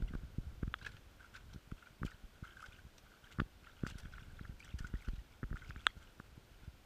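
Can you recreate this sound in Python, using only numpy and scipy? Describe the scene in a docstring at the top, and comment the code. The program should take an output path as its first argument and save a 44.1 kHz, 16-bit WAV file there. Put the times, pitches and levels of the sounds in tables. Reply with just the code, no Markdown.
"""A dog wades through a shallow forest puddle, heard from inside a hand-held camera's plastic case.
Legs, bubbles and short crackling bursts are made of random drops and ringing bubbles; trees add a faint tail.
Resonances of the case wall colour the slosh. The hand on the grip adds rumble, soft bumps and sharp ticks.
Under it all lie a steady filtered-noise hiss and a thin sine whine whose pitch wavers."""
import sys
import numpy as np
from scipy import signal
from scipy.fft import rfft, irfft, next_fast_len
from scipy.io import wavfile
from scipy.ndimage import map_coordinates

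SR = 44100
rng = np.random.default_rng(int(sys.argv[2]) if len(sys.argv) > 2 else 0)


def to_wav(s):
    """Save 16-bit WAV."""
    ch = np.atleast_2d(s).T  # columns
    pcm = np.round(np.clip(ch, -1, 1) * 32767)  # PCM
    wavfile.write(sys.argv[1], SR, pcm.astype(np.int16))


N = 302085  # length in samples

# All table levels are relative: the functions below may shift or rescale them.
# the hand shifting on the grip: (time [s], rumble level [dB])
HAND_SHIFTS = [(0.0, -42), (0.31, -52), (0.46, -48), (0.85, -52.5), (1.28, -62.5), (1.48, -51),
               (1.62, -60.5), (2.85, -59), (3.15, -62.5), (3.79, -58), (3.86, -48.5), (4.5, -50.5),
               (4.66, -55.5), (4.8, -51.5), (5.38, -60), (5.6, -52), (6.0, -57), (6.84, -61)]
# large bubbles that the paws trap: (time [s], level [dB], pitch [Hz])
LARGE_BUBBLES = [(0.08, -54, 2800), (0.814, -51.5, 1570), (0.848, -44.5, 1590), (0.8663, -35, 1660),
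                 (0.9691, -55.5, 1430), (1.208, -53.5, 1500), (1.245, -51.5, 1416), (1.352, -46, 1527),
                 (1.781, -55.5, 2650), (1.8257, -54.5, 1417), (1.8716, -49.5, 1473), (2.063, -46, 2941),
                 (2.068, -48.5, 2400), (2.08, -47, 1450), (2.1167, -52, 1790), (2.442, -48, 1340),
                 (2.451, -49.5, 1465), (2.4786, -54, 3120), (2.57, -48.5, 1544), (2.595, -51, 1560),
                 (2.6272, -47, 1292), (2.641, -47, 1484), (2.6633, -48, 1550), (2.723, -54.5, 2440),
                 (2.7297, -52, 3460), (2.7885, -53.5, 1530), (3.1392, -57, 1390), (3.244, -55, 3170),
                 (3.6696, -52.5, 1350), (3.85, -44, 1460), (3.8842, -48, 3510), (4.1367, -50, 1460),
                 (4.205, -56, 1518), (4.6028, -49.5, 2330), (4.627, -50, 2590), (4.655, -53, 2870),
                 (4.7024, -59, 2800), (4.7908, -51.5, 1780), (4.846, -43.5, 1445), (4.954, -52.5, 1870),
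                 (5.0232, -51.5, 2170), (5.0723, -54, 1480), (5.1616, -52, 2890), (5.558, -46.5, 1406),
                 (5.621, -50, 1491), (5.647, -52.5, 2200)]
# short bursts of spray and sharp crackles: (time [s], level [dB], brightness [dB])
SPRAY_AND_CRACKLES = [(0.082, -50, -37), (0.7846, -53, -28), (0.8228, -45.5, -27), (0.847, -42.5, -42),
                      (0.862, -40, -48), (0.8714, -51, -29), (0.888, -56, -22), (0.915, -52.5, -25),
                      (0.966, -50, -41), (1.353, -49, -28), (1.359, -45, -22), (1.5317, -50, -16),
                      (2.0486, -50.5, -14), (2.0596, -48.5, -12), (2.6195, -50, -17), (2.659, -49.5, -29),
                      (2.9794, -49, -15), (3.321, -48, -18), (3.397, -45, -30), (3.868, -42.5, -11),
                      (3.896, -47.5, -13), (3.9816, -45, -5), (3.997, -50, -13), (4.594, -55, -8),
                      (4.644, -53, -6), (4.7864, -43, -9), (4.868, -50, -16), (5.015, -55, 0),
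                      (5.08, -46.5, -20), (5.155, -57, -18), (5.692, -50, -14)]
# soft knocks through the grip: (time [s], level [dB], pitch [Hz], sway of the mount [dB])
SOFT_KNOCKS = [(0.0238, -32.5, 174, -20.5), (0.139, -35, 216, -57), (0.1528, -31, 228, -24),
               (0.385, -26.5, 158, -27), (0.4687, -42.5, 106, -29), (0.6313, -26, 220, -23),
               (0.6784, -29.5, 140, -33), (1.547, -41.5, 164, -54), (1.5612, -38, 163, -44),
               (1.723, -32.5, 178, -33), (2.0187, -33, 183, -30.5), (2.0345, -30, 202, -50),
               (2.05, -28, 205, -28.5), (2.24, -49, 183, -33.5), (2.4277, -35.5, 144, -46),
               (3.3886, -28.5, 178, -58), (3.401, -23.5, 213, -34), (3.418, -26.5, 223, -26.5),
               (3.837, -23.5, 217, -45), (3.866, -35.5, 225, -37), (4.055, -40.5, 169, -33),
               (4.412, -36.5, 185, -40), (4.496, -38, 147, -33), (4.7423, -36.5, 148, -26),
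               (4.807, -36.5, 136, -25.5), (4.8458, -37.5, 144, -40.5), (4.9401, -31.5, 203, -22.5),
               (5.0806, -37, 166, -23), (5.0872, -36, 229, -26), (5.1347, -37.5, 146, -30),
               (5.1816, -45, 101, -30), (5.4321, -30.5, 228, -54), (5.44, -35.5, 170, -26.5),
               (5.5136, -33.5, 131, -25.5), (5.5299, -37.5, 250, -54), (5.543, -35.5, 144, -33),
               (5.699, -39.5, 139, -36), (5.7635, -42, 204, -33.5), (6.2008, -39.5, 222, -67),
               (6.3789, -43, 177, -56), (6.6795, -38.5, 120, -37)]
# the case ticks in its mount: (time [s], level [dB], treble [dB], pitch [Hz])
CASE_TICKS = [(0.0245, -48, -4.5, 1570), (0.138, -43.5, -22, 1390), (0.1524, -43, -18, 1350),
              (0.633, -41, -8, 1380), (0.679, -48, -5, 1490), (0.7408, -24, -4, 1470),
              (1.717, -43, -7, 1340), (2.0316, -30.5, -15.5, 1370), (3.386, -36.5, -23, 1360),
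              (3.3976, -25, -48, 1350), (3.4015, -25, -5, 1470), (3.417, -50, -16, 1442),
              (3.8342, -42, -11, 1380), (3.866, -31.5, -9.5, 1490), (4.0566, -44.5, -27, 1457),
              (4.1824, -40.5, -12, 1500), (4.3943, -42, -19, 1550), (4.453, -41.5, -23, 1580),
              (4.9388, -44.5, -11, 1544), (5.0853, -42, -10, 1460), (5.43, -36.5, -27, 1515),
              (5.4378, -39.5, -10.5, 1490), (5.505, -50, -19, 1479), (5.5283, -39, -29, 1510),
              (5.5696, -38.5, -11, 1550), (5.707, -36.5, -8.5, 1550), (5.7608, -40, -8, 1540),
              (5.8677, -13, -2.5, 1498), (6.2, -38.5, -13, 1370)]
# tone of the struck case: (frequency [Hz], level [dB])
CASE_TONE = [(60, -46), (350, -17.5), (700, -17.5), (1050, -10.5), (1280, 2), (1550, 1.5), (1950, -6.5),
             (2270, -14), (2750, -10), (3150, -10), (3450, -4.5), (4000, -18.5), (5100, -53), (8200, -38.5),
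             (11000, -67)]
# wall resonances that pass the water's sound: (frequency [Hz], width [Hz], level [dB])
WALL_RESONANCES = [(1410, 200, 7), (1567, 148, 6), (2140, 186, -5.5)]
# fizz of stirred water: (frequency [Hz], level per Hz [dB])
FIZZ_TONE = [(900, -31.5), (1800, -2.5), (2300, -4.5), (3200, 3), (4200, -10), (6000, -6), (8000, -8),
             (11000, -26), (15000, -30)]
# fine spray and crackle: (frequency [Hz], level per Hz [dB])
SPLASH_TONE = [(700, -7.5), (1500, -1.5), (2200, -2.5), (3500, -1.5), (5500, 0), (7500, -4), (9000, -9),
               (12000, -14.5), (15000, -14.5)]
# rubbing on the grip: (frequency [Hz], level per Hz [dB])
RUB_TONE = [(10, -3.5), (27, 3), (60, 2.5), (110, -7), (200, -18.5), (350, -26), (700, -31), (2000, -69)]
# the steady hiss: (frequency [Hz], level per Hz [dB])
HISS_TONE = [(120, -32), (200, -2.5), (249, -5.5), (320, -5.5), (391, -7), (698, -10), (1270, -13),
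             (1420, -9), (1790, -14.5), (3140, -14.5), (4280, -18.5), (11800, -29.5), (13600, -25),
             (15200, -34)]
# a leg sweeps through the water: (time [s], length [s], slosh level [dB], fizz level [dB])
LEG_STROKES = [(0.057, .46, -69.5, -79), (0.771, .11, -62, -67), (0.888, .07, -68.5, -72),
               (1.189, .07, -64, -75), (1.327, .04, -61, -70), (1.474, .07, -68, -76.5),
               (1.762, .11, -66, -72), (2.037, .10, -64.5, -69), (2.323, .07, -70, -76),
               (2.417, .10, -60.5, -70.5), (2.553, .12, -63.5, -68.5), (2.697, .09, -66.5, -69.5),
               (3.039, .13, -65, -73), (3.223, .11, -64.5, -70), (3.627, .08, -62, -67),
               (3.75, .09, -68, -71), (3.852, .06, -64.5, -62), (3.929, .15, -66, -70.5),
               (4.107, .12, -60.5, -68), (4.271, .24, -68, -72), (4.587, .13, -69, -67),
               (4.759, .12, -65, -70.5), (4.931, .15, -68, -69.5), (5.103, .08, -78.5, -69),
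               (5.297, .04, -72.5, -71.5), (5.552, .17, -66, -68), (5.738, .17, -68, -68.5),
               (5.956, .15, -70, -72.5), (6.476, .20, -74, -76.5)]
# a small nudge of the fingers: (frequency [Hz], level per Hz [dB])
NUDGE_TONE = [(10, -3), (30, 0.5), (70, 0.5), (130, -3.5), (220, -12), (380, -26.5), (700, -43.5),
              (2000, -89)]

HISS_DB = -67.5
LOW_HZ, TOP_HZ = 15, 15200  # band limits of the camera
STROKE_ATTACK_S, STROKE_FALL_DB_PER_S = .018, 330
RIPPLE_SLOSH_DB, RIPPLE_FIZZ_DB = -79.5, -83  # the puddle between strokes
BURST_ATTACK_S, BURST_T60_S = 0.0042, 0.039  # T60: time to fall by 60 dB


def amp(db):
    """Turn decibels into gain."""
    return 10 ** (np.asarray(db) / 20)


def unit(x):
    """Scale a sound to an average (rms) strength of 1."""
    return x / np.sqrt(np.mean(x ** 2) + 1e-20)


def along(points, hz):
    """Read a value between (Hz, value) points, spaced by the logarithm of frequency."""
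    f, v = np.transpose(points)
    return np.interp(np.log(hz + 1), np.log(f + 1), v)


def wobble(rate):
    """A smooth random curve built from this many random points a second."""
    knots = rng.standard_normal(int(N * rate / SR) + 4)
    return map_coordinates(knots, [np.arange(N) * rate / SR])


def filtered(x, response):
    """Multiply each frequency of x by a response."""
    m = next_fast_len(N + SR // 2)  # spare room keeps the end from wrapping round to the start
    return irfft(rfft(x, m) * response(np.fft.rfftfreq(m, 1 / SR)), m)[:N]


def impulse(db_of, size=4096):
    """A click with the given dB at each frequency, with its energy as early as possible."""
    cepstrum = irfft(np.log(amp(db_of(np.fft.rfftfreq(size, 1 / SR))) + 1e-6))
    # fold the time-reversed half forward, so that nothing sounds before the click
    cepstrum[1:size // 2] *= 2
    cepstrum[size // 2 + 1:] = 0
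    return irfft(np.exp(rfft(cepstrum)))


def coloured(x, spectrum):
    """Give x a tone colour with a filter that keeps the power of white noise."""
    h = impulse(lambda hz: along(spectrum, hz))
    return signal.fftconvolve(x, h / np.linalg.norm(h))[:N]


def add(track, s, sound):
    """Mix a sound into the track at time s."""
    i = max(0, round(s * SR))
    track[i:i + len(sound)] += sound[:max(0, N - i)]


def droplets(rate, spread_db):
    """Random clicks, about rate a second, many small and a few large, scaled to rms 1."""
    size = amp(spread_db * np.minimum(rng.exponential(size=N), 4))
    hits = rng.random(N) < rate / SR
    return unit(hits * size * rng.choice([-1, 1], N))


def wall(x):
    """Pass x through the case wall, which rings at its resonances."""
    def response(f):
        total = 0
        for k, (centre, width, db) in enumerate(WALL_RESONANCES):
            band = 1j * f * width / (centre * centre - f * f + 1j * f * width)
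            total = total + (-1) ** k * amp(db) * band  # neighbours have opposite signs
        return total
    return filtered(x, response)


def bubble(t, hz, cycles, rise, attack):
    """A trapped bubble rings, falling 60 dB in some cycles; its pitch rises as it nears the surface."""
    age = t * hz / cycles
    phase = 2 * np.pi * hz * t * (1 + rise * (np.minimum(age, 1) - .3))
    return np.sin(phase) * amp(-60 * age) * (1 - np.exp(-t / attack))


def trickle(flow_db, count, centre_hz, spread, cycles, rise=0.22, size_db=4.5, attack=0.00021):
    """Scatter many small bubbles; livelier water makes more and louder ones."""
    flow = amp(flow_db)
    out, t = np.zeros(N), np.arange(SR // 25) / SR
    # strong flow takes up more of the running total, so more random picks land there
    when = np.minimum(np.searchsorted(np.cumsum(flow) / flow.sum(), rng.random(count)), N - 1)
    for i, (pitch, life, size) in zip(when, np.clip(rng.standard_normal((count, 3)), -2, 2)):
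        hz = centre_hz * np.exp(spread * pitch)
        gain = flow[i] * amp(size_db * size + .5 * along(FIZZ_TONE, hz))
        add(out, i / SR, gain * bubble(t, hz, cycles * np.exp(0.23 * life), rise, attack))
    return out


def stirring():
    """Slosh and fizz in dB: each stroke swells, holds while the leg moves, and settles into ripples."""
    age = np.arange(SR) / SR
    power = np.outer(amp([RIPPLE_SLOSH_DB, RIPPLE_FIZZ_DB]) ** 2, np.ones(N))
    for s, length, slosh_db, fizz_db in LEG_STROKES:
        fall = amp(-STROKE_FALL_DB_PER_S * np.maximum(age - length, 0))
        shape = np.minimum(age / STROKE_ATTACK_S, 1) * fall
        add(power[0], s, (amp(slosh_db) * shape) ** 2)
        add(power[1], s, (amp(fizz_db) * shape) ** 2)
    return 10 * np.log10(power)


def wash(slosh_db=-5, fizz_db=-8.5, lap_db=4, gurgle_db=15.0, tinkle_db=7, drip_db=5.0):
    """Legs stir the water: lapping tiny drops, lower gurgles, high tinkling bubbles and drips off the fur."""
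    slosh, fizz = stirring()
    laps = lap_db * wobble(35)
    body = amp(slosh + slosh_db + laps) * unit(wall(droplets(rate=900, spread_db=4.5)))
    top = amp(fizz + fizz_db + laps) * unit(coloured(droplets(rate=4000, spread_db=10.5), FIZZ_TONE))
    gurgle = trickle(slosh + gurgle_db, count=250, centre_hz=1490, spread=0.061, cycles=27,
                     rise=0.12, attack=0.0018)
    tinkle = trickle(fizz + tinkle_db, count=1000, centre_hz=3305, spread=0.45, cycles=49, rise=0.1)
    drips = trickle(fizz + drip_db, count=85, centre_hz=2780, spread=0.207, cycles=68,
                    rise=0.088, size_db=5.0)
    return body + top + gurgle + tinkle + drips


def forest(x, t60=0.49, level_db=-19):
    """Tree trunks scatter the sound into a faint tail of fading noise."""
    t = np.arange(SR // 2) / SR
    tail = rng.standard_normal(len(t)) * amp(-60 * t / t60) * (1 - np.exp(-t / 0.0074))
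    return amp(level_db) * signal.fftconvolve(x, tail / np.linalg.norm(tail))[:N]


def rumble(level_db=-4.5, lump_db=3.0, nudge_db=-6.5):
    """The hand rubs on the grip as unsteady low noise, with small random nudges mixed in."""
    times, levels = np.transpose(HAND_SHIFTS)
    hand_db = np.interp(np.arange(N) / SR, times, levels)
    lumps = lump_db * np.tanh(wobble(24))
    rub = amp(level_db + lumps) * unit(coloured(rng.standard_normal(N), RUB_TONE))
    nudges = amp(nudge_db) * unit(coloured(droplets(rate=24, spread_db=3.5), NUDGE_TONE))
    return amp(hand_db) * (rub + nudges)


def floor(whine_hz=13625, whine_db=-87):
    """Steady hiss from filtered noise, and the camera's thin whine with a wavering pitch."""
    pitch = whine_hz + 12 * wobble(40)
    whine = np.sin(2 * np.pi * np.cumsum(pitch) / SR)
    hiss = unit(coloured(rng.standard_normal(N), HISS_TONE))
    return amp(HISS_DB) * hiss + amp(whine_db) * whine


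def lead_in(level_db=-56, rise_s=0.0044):
    """A faint noise swells for a few milliseconds before each tick."""
    out, lead = np.zeros(N), 1 / 50  # lead in seconds
    t = np.arange(round(lead * SR)) / SR - lead
    for s, *_ in CASE_TICKS:
        add(out, s - lead, np.exp(t / rise_s))
    return amp(level_db) * out * unit(wall(droplets(rate=2500, spread_db=7.5)))


def bumps(push_db=1, sway_db=2, sway_hz=42, sway_t60=0.077, width=0.17, rebound=0.42):
    """A soft knock pushes the case in, it springs back, and the mount sways."""
    out, lead = np.zeros(N), 1 / 100  # lead in seconds: the push starts before its peak
    t = np.arange(SR // 4) / SR - lead
    after = np.maximum(t, 0)
    variations = rng.standard_normal((len(SOFT_KNOCKS), 2))
    for (s, db, hz, mount_db), (side, stiff) in zip(SOFT_KNOCKS, variations):
        u = t * hz / width  # a higher pitch makes a shorter push
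        push = (1 + (u / 2) ** 2) ** -3 - rebound * np.exp(-((u - 2.6) / 2.27) ** 2)
        swing = np.sin(2 * np.pi * sway_hz * np.exp(0.33 * stiff) * after)
        sway = swing * amp(-60 * after / sway_t60) * (1 - np.exp(-after / 0.011))
        knock = amp(db + push_db) * push - amp(mount_db + sway_db) * sway
        add(out, s - lead, np.sign(side) * knock)
    return out


def ticks(level_db=27, ring_db=-39, ring_hz=3295, ring_t60=0.16, case_hz=1480):
    """Plastic slips on plastic as a click; level and treble together set how loud its thin ring is."""
    out, t = np.zeros(N), np.arange(SR // 4) / SR
    softness = [(1900, 0), (2800, 1.2), (4200, 5.5), (7000, 15.0)]  # (frequency [Hz], share of treble dB)
    tones = np.sin(2 * np.pi * ring_hz * t) + .3 * np.sin(2 * np.pi * 3106 * t)
    ring = tones * amp(ring_db - 60 * t / ring_t60)
    for s, db, treble_db, pitch in CASE_TICKS:
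        # pitch / case_hz slides the whole tone of the case up or down
        colour = lambda hz: along(CASE_TONE, hz * case_hz / pitch) + (treble_db + 3.5) * along(softness, hz)
        add(out, s, amp(db + level_db) * impulse(colour))
        add(out, s, amp(db + treble_db) * ring)
    return out


def plops(level_db=9.0, cycles=35, rise=0.061, smear=0.24):
    """The larger bubbles ring, each with a short churn of water drops around it."""
    out, churn, t = np.zeros(N), np.zeros(N), np.arange(SR // 10) / SR
    for (s, db, hz), life in zip(LARGE_BUBBLES, rng.standard_normal(len(LARGE_BUBBLES))):
        ring = bubble(t, hz, cycles * np.exp(0.27 * life), rise, attack=0.0014)
        add(out, s - .0005, amp(db + level_db) * ring)
        add(churn, s - .005, amp(db - 60 * t / 0.071) * (1 - np.exp(-t / 0.0016)))
    drops = droplets(rate=2500, spread_db=2.5)
    water = unit(unit(wall(drops)) + 0.25 * coloured(drops, FIZZ_TONE))
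    return out + smear * churn * water


def spray_and_crackles(level_db=0.8, tilt=1.0, patchy_db=4):
    """Short bursts of spray and sharp crackles: clouds of clicks, each with its own random tone colour."""
    out, t = np.zeros(N), np.arange(SR // 6) / SR
    patter = droplets(rate=5100, spread_db=4.0)
    swell = 1 - np.exp(-t / BURST_ATTACK_S)
    bands = np.geomspace(1000, 15000, num=24)  # Hz
    variations = rng.standard_normal((len(SPRAY_AND_CRACKLES), len(bands)))
    for (s, db, bright_db), patches in zip(SPRAY_AND_CRACKLES, variations):
        # brightness acts mostly on the treble
        brightness = lambda hz: tilt * (bright_db + 8) * along([(3500, 0.12), (8000, 0.88)], hz)
        patchy = lambda hz: patchy_db * np.interp(hz, bands, patches)
        h = impulse(lambda hz: along(SPLASH_TONE, hz) + brightness(hz) + patchy(hz))
        cloud = patter[round(s * SR):][:len(t)] * amp(-60 * t / BURST_T60_S) * swell
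        add(out, s, amp(db + level_db) * signal.fftconvolve(cloud, h / np.linalg.norm(h)))
    return out


def scene():
    """Mix the water and crackles among the trees, the sounds of the case, and the steady floor."""
    among_trees = wash() + plops() + spray_and_crackles()
    case = bumps() + lead_in() + ticks() + rumble()
    return (among_trees + forest(among_trees) + case + floor())[None]


def record(dry):
    """The camera gently weakens the deepest bass and cuts everything from its top limit up."""
    return filtered(dry[0], lambda hz: 1j * hz / (LOW_HZ + 1j * hz) * (hz < TOP_HZ))[None]


dry = scene()
out = record(dry)
to_wav(out)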